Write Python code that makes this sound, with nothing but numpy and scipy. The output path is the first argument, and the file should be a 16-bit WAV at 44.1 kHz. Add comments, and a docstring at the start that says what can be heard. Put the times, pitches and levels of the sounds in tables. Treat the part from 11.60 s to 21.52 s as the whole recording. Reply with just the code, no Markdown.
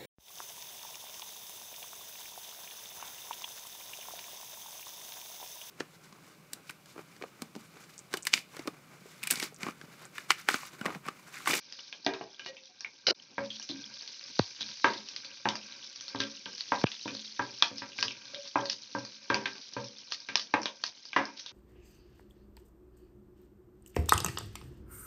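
"""Frying seeds and chillies

Seeds and chillies fry in a shallow metal pan: noise and short sine grains make the fizz, clicks the bursts.
A wooden spatula knocks (noise thud plus ringing sines) and drags (gritty noise); a dish clatters, small
things clink and something rattles hard. Two puffs of air thump the close, narrow-band microphone.
A small hard-walled kitchen answers blows and bursts with fading noise, over a hum of shaped noise.
The sound drops out once for a moment, treble first."""
import sys
import numpy as np
from scipy import signal
from scipy.fft import rfft, irfft, next_fast_len
from scipy.io import wavfile
from scipy.ndimage import uniform_filter1d, map_coordinates

SR = 44100
rng = np.random.default_rng(int(sys.argv[2]) if len(sys.argv) > 2 else 0)


def unload_audio(sound):
    """Save the sound as a 16-bit wav file, at the path given as the first command line argument."""
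    columns = np.transpose(np.atleast_2d(sound))
    # keep every value between -1 and 1, then stretch to whole-number steps
    steps = np.round(np.clip(columns, -1, 1) * 32767)
    wavfile.write(sys.argv[1], SR, steps.astype(np.int16))


def invert_db(x):
    """Field ratio 10**(x/20) for x, a level in decibels (scalar or array-like)."""
    u = np.asarray(x, float) / 20
    return 10 ** u


N = 437472  # length in samples

# strength of the frying: (t/s, level/dB)
FRYING = [(0.0, -52), (0.22, -47.5), (0.4, -55), (1.0, -54), (1.75, -55), (1.85, -46.5), (2.05, -47.5),
          (2.76, -42.5), (3.1, -40.5), (3.48, -44.5), (3.89, -47.5), (4.05, -45), (4.85, -46.5),
          (5.14, -41), (6.1, -46), (7.0, -46.5), (7.93, -48), (8.9, -51), (9.1, -51), (9.53, -52),
          (9.7, -52), (9.92, -57.5)]
# colour of the hiss: (f/Hz, relative level per Hz/dB)
HISS_COLOUR = [(900, -46), (1500, -21), (2200, -6), (3100, -9), (4800, 2), (6200, 1.5), (8000, -7)]
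# bursts and sharp snaps at set times, loud and soft: (t/s, level/dB, centre f/Hz, jolt to the pan before an offset/dB)
SET_BURSTS = [(0.1244, -23.5, 5150, -66), (0.19, -38, 5160, 0.5), (0.3265, -28, 2600, -5),
              (0.4476, -27.5, 5180, -14), (0.4642, -10, 3560, -9.5), (0.537, -35, 3570, 5),
              (0.7951, -25, 2930, -30), (0.8622, -29, 4100, -0.5), (0.9676, -34.5, 2600, -13),
              (1.207, -24.5, 5230, -14), (1.2469, -35, 2240, -0.5), (1.4696, -11.5, 4870, -19.5),
              (1.6233, -39.5, 5420, -29), (1.9033, -27.5, 3300, -24), (1.9975, -26, 5500, -12.5),
              (2.026, -26, 6100, -39), (2.0906, -24.5, 3800, -24), (2.113, -22.5, 3800, -12),
              (2.423, -27.5, 5400, -9.5), (2.4765, -25.5, 4530, -33.5), (2.792, -13.5, 3970, -3.5),
              (3.0079, -23, 3440, -10), (3.0834, -29.5, 4370, -19.5), (3.3021, -26.5, 4100, -13.5),
              (3.3357, -24, 4550, -9.5), (3.487, -21.5, 5390, -43), (3.5627, -19.5, 4940, -35),
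              (3.647, -23.5, 4500, -27), (3.8879, -6.5, 3400, -36.5), (3.9549, -21, 4930, -3),
              (4.3592, -27.5, 4600, -18), (4.4094, -21.5, 6000, -21), (4.481, -25, 4800, -25),
              (4.559, -25, 3380, -13.5), (4.6034, -10.5, 3230, -12.5), (4.6368, -20, 3280, -14),
              (4.8576, -22.5, 3180, -26), (4.9805, -23.5, 4550, -20), (5.0078, -19, 4380, -58),
              (5.2147, -27.5, 4540, -1.5), (5.239, -33.5, 2940, 9.5), (5.269, -23.5, 2600, -3.5),
              (5.317, -19.5, 3730, -24), (5.4787, -31.5, 2500, 4.5), (5.55, -24, 4200, -7),
              (5.5942, -27.5, 3950, -28), (6.0239, -3, 3210, -4), (6.182, -21.5, 5000, -16),
              (6.4269, -4, 4910, -11), (6.4487, -29, 3520, -20), (6.4816, -17.5, 2900, -29),
              (6.508, -26.5, 2430, -11), (6.7459, -22, 3720, -32), (6.8755, -30, 5220, -30.5),
              (7.0562, -17.5, 4390, -11.5), (7.0984, -10, 5020, -15), (7.3857, -28.5, 5300, -4),
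              (7.45, -25.5, 4680, -11.5), (7.744, -17.5, 4620, 5.5), (7.8589, -23.5, 3420, -6),
              (7.9537, -38, 4630, 0.5), (8.0138, -30, 4700, -20), (8.136, -28, 4550, -12),
              (8.243, -31.5, 5400, -45), (8.3843, -30, 5270, -23), (8.506, -38, 5600, -12),
              (8.5149, -25.5, 4140, -12), (8.5216, -13, 4700, -9), (8.6026, -28.5, 5020, -22),
              (8.756, -0.5, 5340, -10), (8.7718, -14, 4260, -14.5), (8.7953, -19, 4600, -19),
              (8.8152, -22.5, 5470, -27), (9.0179, -26, 5430, -7.5), (9.032, -22, 5270, -6.5),
              (9.057, -19, 3100, -1.5), (9.2385, -8, 4470, -10), (9.4536, -27.5, 4830, -11.5),
              (9.6544, -24, 5300, -21.5), (9.7965, -28.5, 5500, -44), (9.862, -25, 3780, -11)]
# seeds pushed across the pan: (middle t/s, half length/s, level/dB, centre f/Hz)
SEED_SKIDS = [(0.877, 0.024, -40.5, 4050), (2.103, 0.013, -48.5, 3780), (3.021, 0.016, -35.5, 3680),
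              (4.621, 0.022, -35, 3520), (5.005, 0.024, -40, 4500), (6.401, 0.026, -35, 4990),
              (7.064, 0.014, -41, 4330), (7.114, 0.024, -35.5, 4650), (8.537, 0.022, -39.5, 4500),
              (9.272, 0.028, -36, 4800), (9.784, .015, -41, 4300), (9.89, .018, -42.5, 3700)]
# the pan's ringing modes: (f/Hz, relative level/dB, undamped t60/s)
PAN_MODES = [(123.5, 2.5, 0.35), (215.4, 1, 0.79), (278.3, 3.5, 0.4), (393.4, -7.5, 0.61),
             (488, -3.5, 0.42), (554.2, 6, 0.34), (660, -34.5, 0.096), (740, -21, 0.28), (915, -16, 0.4),
             (965, 3, 0.2), (1080, -18.5, 0.1), (1178, 2, 0.16), (1344, -6, 0.41), (1590, 8.5, 0.16),
             (1948, -10, 0.29), (1985, -18, 0.27), (2240, -18, 0.34), (2410, 5.5, 0.045),
             (2730, -37.5, 0.04), (3400, -14, 0.13), (3950, -25, 0.037)]
# the spatula's thud: (f/Hz, width/Hz, relative level/dB)
WOOD_MODES = [(287, 33, 0), (510, 150, -9), (950, 117, -2), (1366, 190, -10.5), (1590, 69, 0),
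              (2250, 890, -9)]
# spatula on the pan: (t/s, level/dB, bass before an offset/dB, treble before an offset/dB, relative damping)
SPATULA_KNOCKS = [(0.794, -39.5, -32, 6.5, 0.91), (1.78, -19.5, -17, -13.5, 0.87),
                  (2.096, -34.5, 28, -34, 0.8), (3.009, -47.5, 1, 8, 2.04), (3.243, -5, -24.5, -11, 0.8),
                  (3.854, -12.5, -19.5, -16.5, 1.06), (4.547, -24.5, -14, -20, 1.9),
                  (4.602, -21, -13, -1.5, 0.83), (4.86, -34.5, -14.5, -5.5, 1.3),
                  (5.119, -10.5, -23.5, -15.5, 1.04), (5.456, -24.5, -12.5, -50, 0.9),
                  (5.793, -15.5, -21.5, -15, 0.97), (6.113, -36.5, 5.5, -11, 1.6),
                  (6.219, -27.5, -19.5, -6, 1.1), (6.387, -32.5, -2, 13.5, 0.61),
                  (6.447, -42.5, 6, -2.5, 1.1), (6.956, -9.5, -23.5, -21, 0.82),
                  (7.349, -19.5, -14.5, -19, 1.1), (7.7, -10, -19, -12, 0.62), (7.856, -17.5, -23, 2, 1.1),
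                  (8.165, -22, -11.5, -14.5, 0.93), (8.687, -29.5, -13, 6.5, 0.62),
                  (8.938, -7, -22.5, -10.5, 1.5), (9.531, -38.5, -31, 15.5, 0.78),
                  (9.562, -9, -26.5, -13, 0.91)]
# spatula resting and pushing on the pan floor: (t/s, rubbing level/dB)
SPATULA_DRAG = [(0.0, -61.5), (0.7, -65), (1.1, -65), (1.9, -67), (2.2, -57), (2.96, -61.5), (3.09, -54.5),
                (3.23, -67), (3.62, -53), (3.85, -59.5), (4.4, -57.5), (5.4, -66), (6.05, -57), (6.3, -70),
                (6.74, -52.5), (6.93, -66), (8.5, -62), (9.5, -68.5), (9.92, -59.5)]
# a dish near the stove: (f/Hz, relative level/dB, undamped t60/s)
DISH_MODES = [(386, -10, 0.39), (447, -6.5, 0.25), (530, -18, 0.32), (665, -7.5, 0.17), (724, 8, 0.04),
              (826, -11.5, 0.49), (1150, -31, 0.34), (1900, -11.5, 0.4), (2425, -16.5, 0.25),
              (2880, -10.5, 0.18), (3740, -18, 0.14)]
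# the dish's contacts: (t/s, level/dB, treble/dB, ring/dB, damping factor)
DISH_CONTACTS = [(0.464, -17.5, -1.5, 2.5, 1.05), (0.61, -30.5, -0.5, 6.5, 1.8), (.86, -35, 19, 6, 2.1)]
# small things that ring at one pitch: (t/s, f/Hz, level/dB, t60/s, attack time constant/s)
SMALL_CLINKS = [(.885, 530, -42.5, 0.25, 0.0037), (1.09, 740, -58, 0.19, .005),
                (1.2467, 2266, -21, 0.02, 0.00052), (6.735, 560.6, -37.5, 0.28, 0.0035),
                (7.031, 1590, -36, 0.1, 0.0046)]
# a rattling clang: (t/s, bright level/dB, low level/dB)
CLANG_LEVELS = [(1.4675, -16.5, -43), (1.485, -21.5, -23.5), (1.495, -24, -36), (1.511, -24.5, -27),
                (1.533, -36, -34)]
# resonances of the bright part of the clang, applied twice: (f/Hz, width/Hz, level/dB)
RATTLE_MODES = [(1450, 270, -2), (2260, 470, -3), (2940, 270, 1.5), (4100, 350, 2), (4800, 600, 2.5),
                (6160, 2700, -5)]
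# puffs on the microphone: (t/s, level before the kick's shape/dB, start f/Hz, t60/s, dip of other sound/dB)
AIR_PUFFS = [(2.7951, -2, 754, 0.069, -2.5), (5.2411, 0, 550, 0.032, -20.5)]
# how long the kitchen rings on: (f/Hz, t60/s)
KITCHEN_DECAY = [(150, 0.33), (500, 0.31), (1200, 0.17), (3000, 0.13), (6500, 0.21)]
# hum of the stove and kitchen: (f/Hz, relative level per Hz/dB)
HUM_COLOUR = [(24, -31), (40, -12.5), (262, 4.5), (539, -5.5), (658, -9.5), (927, -2.5), (1430, -17.5),
              (1570, -19), (3000, -6.5), (3900, -24), (6600, -120)]
# the sound drops out for a moment, treble first: (t/s, treble level/dB, bass level/dB)
DROPOUT_LEVELS = [(1.511, 0, 0), (1.5125, -16, -1), (1.526, -20, -8), (1.533, -40, -30), (1.543, -40, -30),
                  (1.548, 0, 0)]
# microphone response apart from its bass cut: (f/Hz, level/dB)
MIC_RESPONSE = [(100, -4), (6000, -2), (6600, -11.5), (7000, -23), (7500, -25.5), (7900, -29), (9000, -62),
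                (22050, -70)]


def unit(x):
    """Scale to rms 1."""
    return x / np.sqrt(np.mean(x ** 2) + 1e-20)


def peak(x):
    """Scale to peak 1."""
    return x / np.abs(x).max()


def along(points, hz):
    """Read a curve of (f/Hz, value) points on a log frequency axis."""
    f, value = np.transpose(points)
    return np.interp(np.log(hz + 1), np.log(f + 1), value)


def curves(rows):
    """One value per sample for each column after the time."""
    s, *columns = np.transpose(rows)
    return [np.interp(np.arange(N) / SR, s, column) for column in columns]


def wobble(rate):
    """A smooth random curve, with rate knots a second."""
    knots = rng.standard_normal(int(N * rate / SR) + 4)
    return map_coordinates(knots, [np.arange(N) * rate / SR])


def filtered(x, response):
    """Multiply the spectrum of x by a response of frequency."""
    m = next_fast_len(len(x) + 8192)  # spare room for the ringing
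    return irfft(rfft(x, m) * response(np.fft.rfftfreq(m, 1 / SR)), m)[:len(x)]


def resonances(modes):
    """Sum (f/Hz, width/Hz, level/dB) resonances, with signs alternating."""
    def response(f):
        total = 0
        for k, (centre, width, db) in enumerate(modes):
            total = total + (-1) ** k * invert_db(db) * 1j * f * width / (centre ** 2 - f * f + 1j * f * width)
        return total
    return response


def add(track, s, sound):
    """Mix a sound in at time s."""
    track[round(s * SR):][:len(sound)] += sound


def fizz():
    """Steam bubbles burst in the oil: short grains in clumps over a patchy hiss."""
    count = 16000
    luck = rng.random((count, 4))
    crowd = np.cumsum(invert_db(4 * wobble(20) + 4 * wobble(90)))  # bubbles come in clusters
    start = np.searchsorted(crowd, luck[:, 0] * crowd[-1])[:, None]
    hz = 4800 * np.exp(0.22 * rng.standard_normal((count, 1)))
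    k = np.arange(160)  # samples in a grain
    cycles = k * hz / SR
    life = 1.3 + 6 * luck[:, 1:2]
    size = invert_db(-3.5 * np.log(luck[:, 2:3] + 0.0014))  # many small, few large
    grain = size * cycles * np.exp(-cycles / life * 2) / life * np.sin(2 * np.pi * cycles)
    grains = np.bincount((start + k).ravel(), grain.ravel(), N + len(k))[:N]

    z = signal.stft(rng.standard_normal(N), nperseg=256)[2]
    patches = uniform_filter1d(rng.standard_normal(z.shape), size=5, axis=0)
    patches = uniform_filter1d(patches, size=6, axis=1)
    hiss = signal.istft(z * invert_db(2 * unit(patches)), nperseg=256)[1][:N]
    hiss = unit(filtered(hiss, lambda f: invert_db(along(HISS_COLOUR, f))))
    return invert_db(curves(FRYING)[0]) * (invert_db(-3.0) * unit(grains) + invert_db(-3.5 + 0.45 * wobble(30)) * hiss)


def crackle():
    """Tiny one-sample spits, broad in pitch, following the frying."""
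    luck = rng.random((1500, 2))
    size = invert_db(-5 * np.log(luck[:, 1] + 0.032))
    spits = np.bincount((luck[:, 0] * N).astype(int), size, N)
    spits = unit(filtered(spits, resonances([(2600, 3500, 0)])))
    return invert_db(curves(FRYING)[0] - 13.5) * spits


def random_bursts(count):
    """Rows like SET_BURSTS at random moments, mostly louder where the frying is stronger."""
    luck = rng.random((count, 4))
    when, fizz_db = np.transpose(FRYING)
    s = luck[:, 0] * N / SR
    loudest_db = np.minimum(np.interp(s, when, fizz_db) + 13.5, -26)
    db = loudest_db - 17 * luck[:, 1]
    hz = 4500 * np.exp(1.2 * (luck[:, 2] - 0.5))
    jolt_db = -27.5 + 16 * (luck[:, 3] - 0.5)
    return list(zip(s, db, hz, jolt_db))


def snaps():
    """A burst is a sharp click around its own pitch; it jolts the pan and throws a spray of oil."""
    clicks, sprays, t = np.zeros(N + SR), np.zeros(N + SR), np.arange(SR // 8) / SR
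    upper_modes = [(hz, 12 / t60, db - 6.5) for hz, db, t60 in PAN_MODES if hz > 800]
    pan = resonances([(1300, 3000, -2.3)] + upper_modes)
    # the spatula's edge also ticks at each knock, more on bright ones
    ticks = [(s + 0.0005, db - 6 + 1.08 * treble_db, 2310, -1.5)
             for s, db, _, treble_db, _ in SPATULA_KNOCKS]
    for s, db, hz, jolt_db in SET_BURSTS + ticks + random_bursts(count=58):
        click = 0.6 * rng.standard_normal(len(t)) * invert_db(-60 * t / 0.01)
        click[0] += 2.5
        spray_db = -13 - 0.1769 * (db + 24.5)  # a smaller share for big dry cracks
        spray_shape = invert_db(-60 * t / 0.074) * (1 - np.exp(-t / 0.0024))
        spray = invert_db(spray_db) * rng.standard_normal(len(t)) * spray_shape
        crack_db = -10.5 + 0.29 * (db + 18)  # big bursts crack over the whole band
        top = resonances([(hz, hz / 6.44, 0), (3600, 5000, crack_db)])
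        top_peak = np.abs(filtered(click, top)).max()
        pan_peak = np.abs(filtered(click, pan)).max()
        colour = lambda f: top(f) / top_peak + invert_db(jolt_db + 7.5) * pan(f) / pan_peak
        add(clicks, s, invert_db(db) * filtered(click, colour))
        add(sprays, s, invert_db(db) * filtered(spray, colour))
    return clicks[:N], sprays[:N]


def rustles():
    """A heap of seeds skids: grainy noise that swells and fades around one pitch."""
    out, t = np.zeros(N + SR), np.arange(SR // 4) / SR - 1 / 8
    for s, half, db, hz in SEED_SKIDS:
        grit = rng.standard_normal(len(t)) * invert_db(4.5 * wobble(500)[:len(t)])
        skid = unit(filtered(grit, resonances([(hz, hz / 3, 0)])))
        add(out, s - 1 / 8, invert_db(db) * np.exp(-(t / half) ** 2) * skid)
    return out[:N]


def struck(modes, tilt_db, ring_db, damping):
    """One blow: a dry wooden thud and its chatter, with the modes ringing unevenly under it."""
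    t = np.arange(SR // 2) / SR
    hz, db, t60 = np.transpose(modes)[:, :, None]
    scatter_db = 2.5 * rng.standard_normal((len(modes), 1))
    knots = np.minimum(rng.standard_normal((len(modes), 32)), 0.7)  # 62 knots a second
    flutter_db = 8.9 * np.array([np.interp(t * 62, np.arange(len(k)), k) for k in knots])
    # the ring's level flutters at random, more as it fades
    flutter_db = flutter_db * np.minimum(t / 0.049, 1)
    ring_levels = invert_db(db + tilt_db(hz) + scatter_db + flutter_db - 60 * t * damping / t60)
    ring = (ring_levels * np.sin(2 * np.pi * hz * t)).sum(0)
    ring = ring * (1 + 0.86 * np.exp(-t / 0.033))  # stronger at first
    # a short noisy thud, then a weaker noisy tail
    chatter_level = 1.12 * invert_db(-60 * t / 0.023) + 0.27 * invert_db(-60 * t * damping / 0.36)
    chatter = rng.standard_normal(len(t)) * chatter_level
    chatter[:12] += 1.5  # the contact itself, a quarter millisecond
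    wood = resonances([(hz, width, db + tilt_db(hz)) for hz, width, db in WOOD_MODES])
    blow = peak(filtered(chatter, wood)) + invert_db(ring_db) * peak(ring)
    blow = filtered(blow, lambda f: 1j * f / (90 + 1j * f))  # small things give off little deep bass
    return np.pad(blow, (SR // 1000, 0))  # the blow starts a millisecond after its listed time


def knocks():
    """The spatula strikes the pan; where it lands tilts the colour and the hand damps it."""
    out = np.zeros(N + SR)
    for s, db, bass_db, treble_db, damping in SPATULA_KNOCKS:
        tilt = lambda f: along([(300, bass_db + 16.0), (900, 0.0065), (2000, treble_db + 7)], f)
        ring_db = -12.5 - 0.4836 * db  # harder blows are more wood than metal
        add(out, s, invert_db(db) * struck(PAN_MODES, tilt, ring_db, max(damping, 0.2) * 1.39))
    return out[:N]


def drag():
    """Wood and seeds rub the pan floor: gritty noise in the pan's modes; a slide follows each knock."""
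    grit = rng.standard_normal(N) * invert_db(1.5 * wobble(45) + 3.8 * wobble(200))
    modes = [(hz, 9 / t60, db) for hz, db, t60 in PAN_MODES]  # shorter rings are wider
    metal_rub = unit(filtered(grit, resonances(modes)))
    broad_rub = unit(filtered(grit, resonances([(1230, 1500, 0)])))
    rub = metal_rub + 0.35 * broad_rub
    slides, t = np.zeros(N + SR), np.arange(SR // 2) / SR
    delay_s, half_s = 0.061, 0.055
    for s, db, *_ in SPATULA_KNOCKS:
        slide_db = -60 + 0.26 * (db + 18)  # harder knocks slide louder
        add(slides, s, invert_db(slide_db) * np.exp(-((t - delay_s) / half_s) ** 2))
    pushing = invert_db(curves(SPATULA_DRAG)[0] + 2.5 * wobble(6))
    return (slides[:N] + pushing) * unit(rub)


def kitchenware():
    """A dish clatters and small things clink: struck modes and single fading tones."""
    out, t = np.zeros(N + SR), np.arange(SR // 2) / SR
    for s, db, treble_db, ring_db, damping in DISH_CONTACTS:
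        tilt = lambda f: along([(800, 0.0066), (2500, treble_db)], f)
        add(out, s, invert_db(db) * struck(DISH_MODES, tilt, ring_db, max(damping, 0.2)))
    for s, hz, db, t60, attack in SMALL_CLINKS:
        unsteady_db = 4.5 * wobble(60)[:len(t)] * np.minimum(t / 0.03, 1)
        level = invert_db(db + unsteady_db - 60 * t / t60) * (1 - np.exp(-t / max(attack, 1e-4)))
        add(out, s, level * np.sin(2 * np.pi * hz * t))
    return out[:N]


def rattling_clang():
    """Something rattles hard: jolting noise in bright resonances, steadier noise in low ones."""
    bright_db, low_db = curves(CLANG_LEVELS)
    sample = np.arange(N)
    sounding = (sample > CLANG_LEVELS[0][0] * SR) & (sample < CLANG_LEVELS[-1][0] * SR)
    jolts = rng.standard_normal(N) * invert_db(3.5 * wobble(250))
    bright = unit(filtered(jolts, lambda f: resonances(RATTLE_MODES)(f) ** 2))
    low_modes = resonances([(418, 120, 15.0), (784, 1200, -12.5)])
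    low = unit(filtered(rng.standard_normal(N), low_modes))
    return sounding * (invert_db(bright_db) * bright + invert_db(low_db) * low)


def puffs():
    """Air pushes the diaphragm: a kick slides down to a slow swing; other sound dips under it."""
    out, dip_db, t = np.zeros(N + SR), np.zeros(N + SR), np.arange(SR // 10) / SR
    swing_hz = 98
    for s, db, start_hz, t60, depth_db in AIR_PUFFS:
        hz = swing_hz + (start_hz - swing_hz) * np.exp(-t / 0.0011)
        turns = np.cumsum(hz) / SR
        kick = 0.31 + 1.13 * np.exp(-t / 0.0004)
        add(out, s, invert_db(db - 60 * t / t60) * kick * np.sin(2 * np.pi * turns))
        add(dip_db, s + 0.002, depth_db * np.exp(-(t / 0.014) ** 4))
    return out[:N], invert_db(dip_db[:N])


def kitchen(x):
    """The walls answer with noise, each frequency dying at its own speed, new every quarter second."""
    out, step = np.zeros(N + 2 * SR), SR // 4
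    for start in range(0, N, step):
        hz, t, z = signal.stft(rng.standard_normal(SR // 2), SR, nperseg=256)
        fade = invert_db(-60 * t / along(KITCHEN_DECAY, hz)[:, None])
        tail = signal.istft(z * fade, SR, nperseg=256)[1]
        answer = signal.fftconvolve(x[start:start + step], tail / np.linalg.norm(tail))
        add(out, start / SR + 0.005, answer)
    return out[:N]


def stove_hum():
    """The stove and kitchen hum: coloured noise with an unsteady level."""
    noise = filtered(rng.standard_normal(N), lambda f: invert_db(along(HUM_COLOUR, f)))
    return invert_db(-68.5 + 1.5 * wobble(9) + 5.7 * wobble(47)) * unit(noise)


def scene():
    """Pan, oil and kitchenware in the room, over the stove's hum, with puffs at the microphone."""
    clicks, sprays = snaps()
    oil = fizz() + crackle() + rustles() + clicks + sprays
    blows = knocks() + kitchenware()
    room = kitchen(invert_db(-3) * blows + invert_db(-23) * clicks + invert_db(-0.5) * sprays)
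    puff, dip = puffs()
    mix = oil + blows + drag() + rattling_clang() + room + stove_hum()
    return (dip * mix + puff)[None]


def band_limit(x):
    """A steep low-pass at the top of the band."""
    return signal.sosfilt(signal.butter(12, 7600, fs=SR, output="sos"), x)


def record(dry):
    """A short dropout, then a microphone that cuts bass and treble."""
    treble_db, bass_db = curves(DROPOUT_LEVELS)
    bass = filtered(dry[0], lambda f: 1 / (1 + (f / 1500) ** 6))
    treble = dry[0] - bass
    with_dropout = invert_db(bass_db) * bass + invert_db(treble_db) * treble
    bass_cut = lambda f: (-f * f / (95 ** 2 - f * f + 1j * f * 130)) ** 2
    heard = filtered(with_dropout, lambda f: invert_db(along(MIC_RESPONSE, f)) * bass_cut(f))
    return band_limit(heard[None])


dry = scene()
out = record(dry)
unload_audio(out)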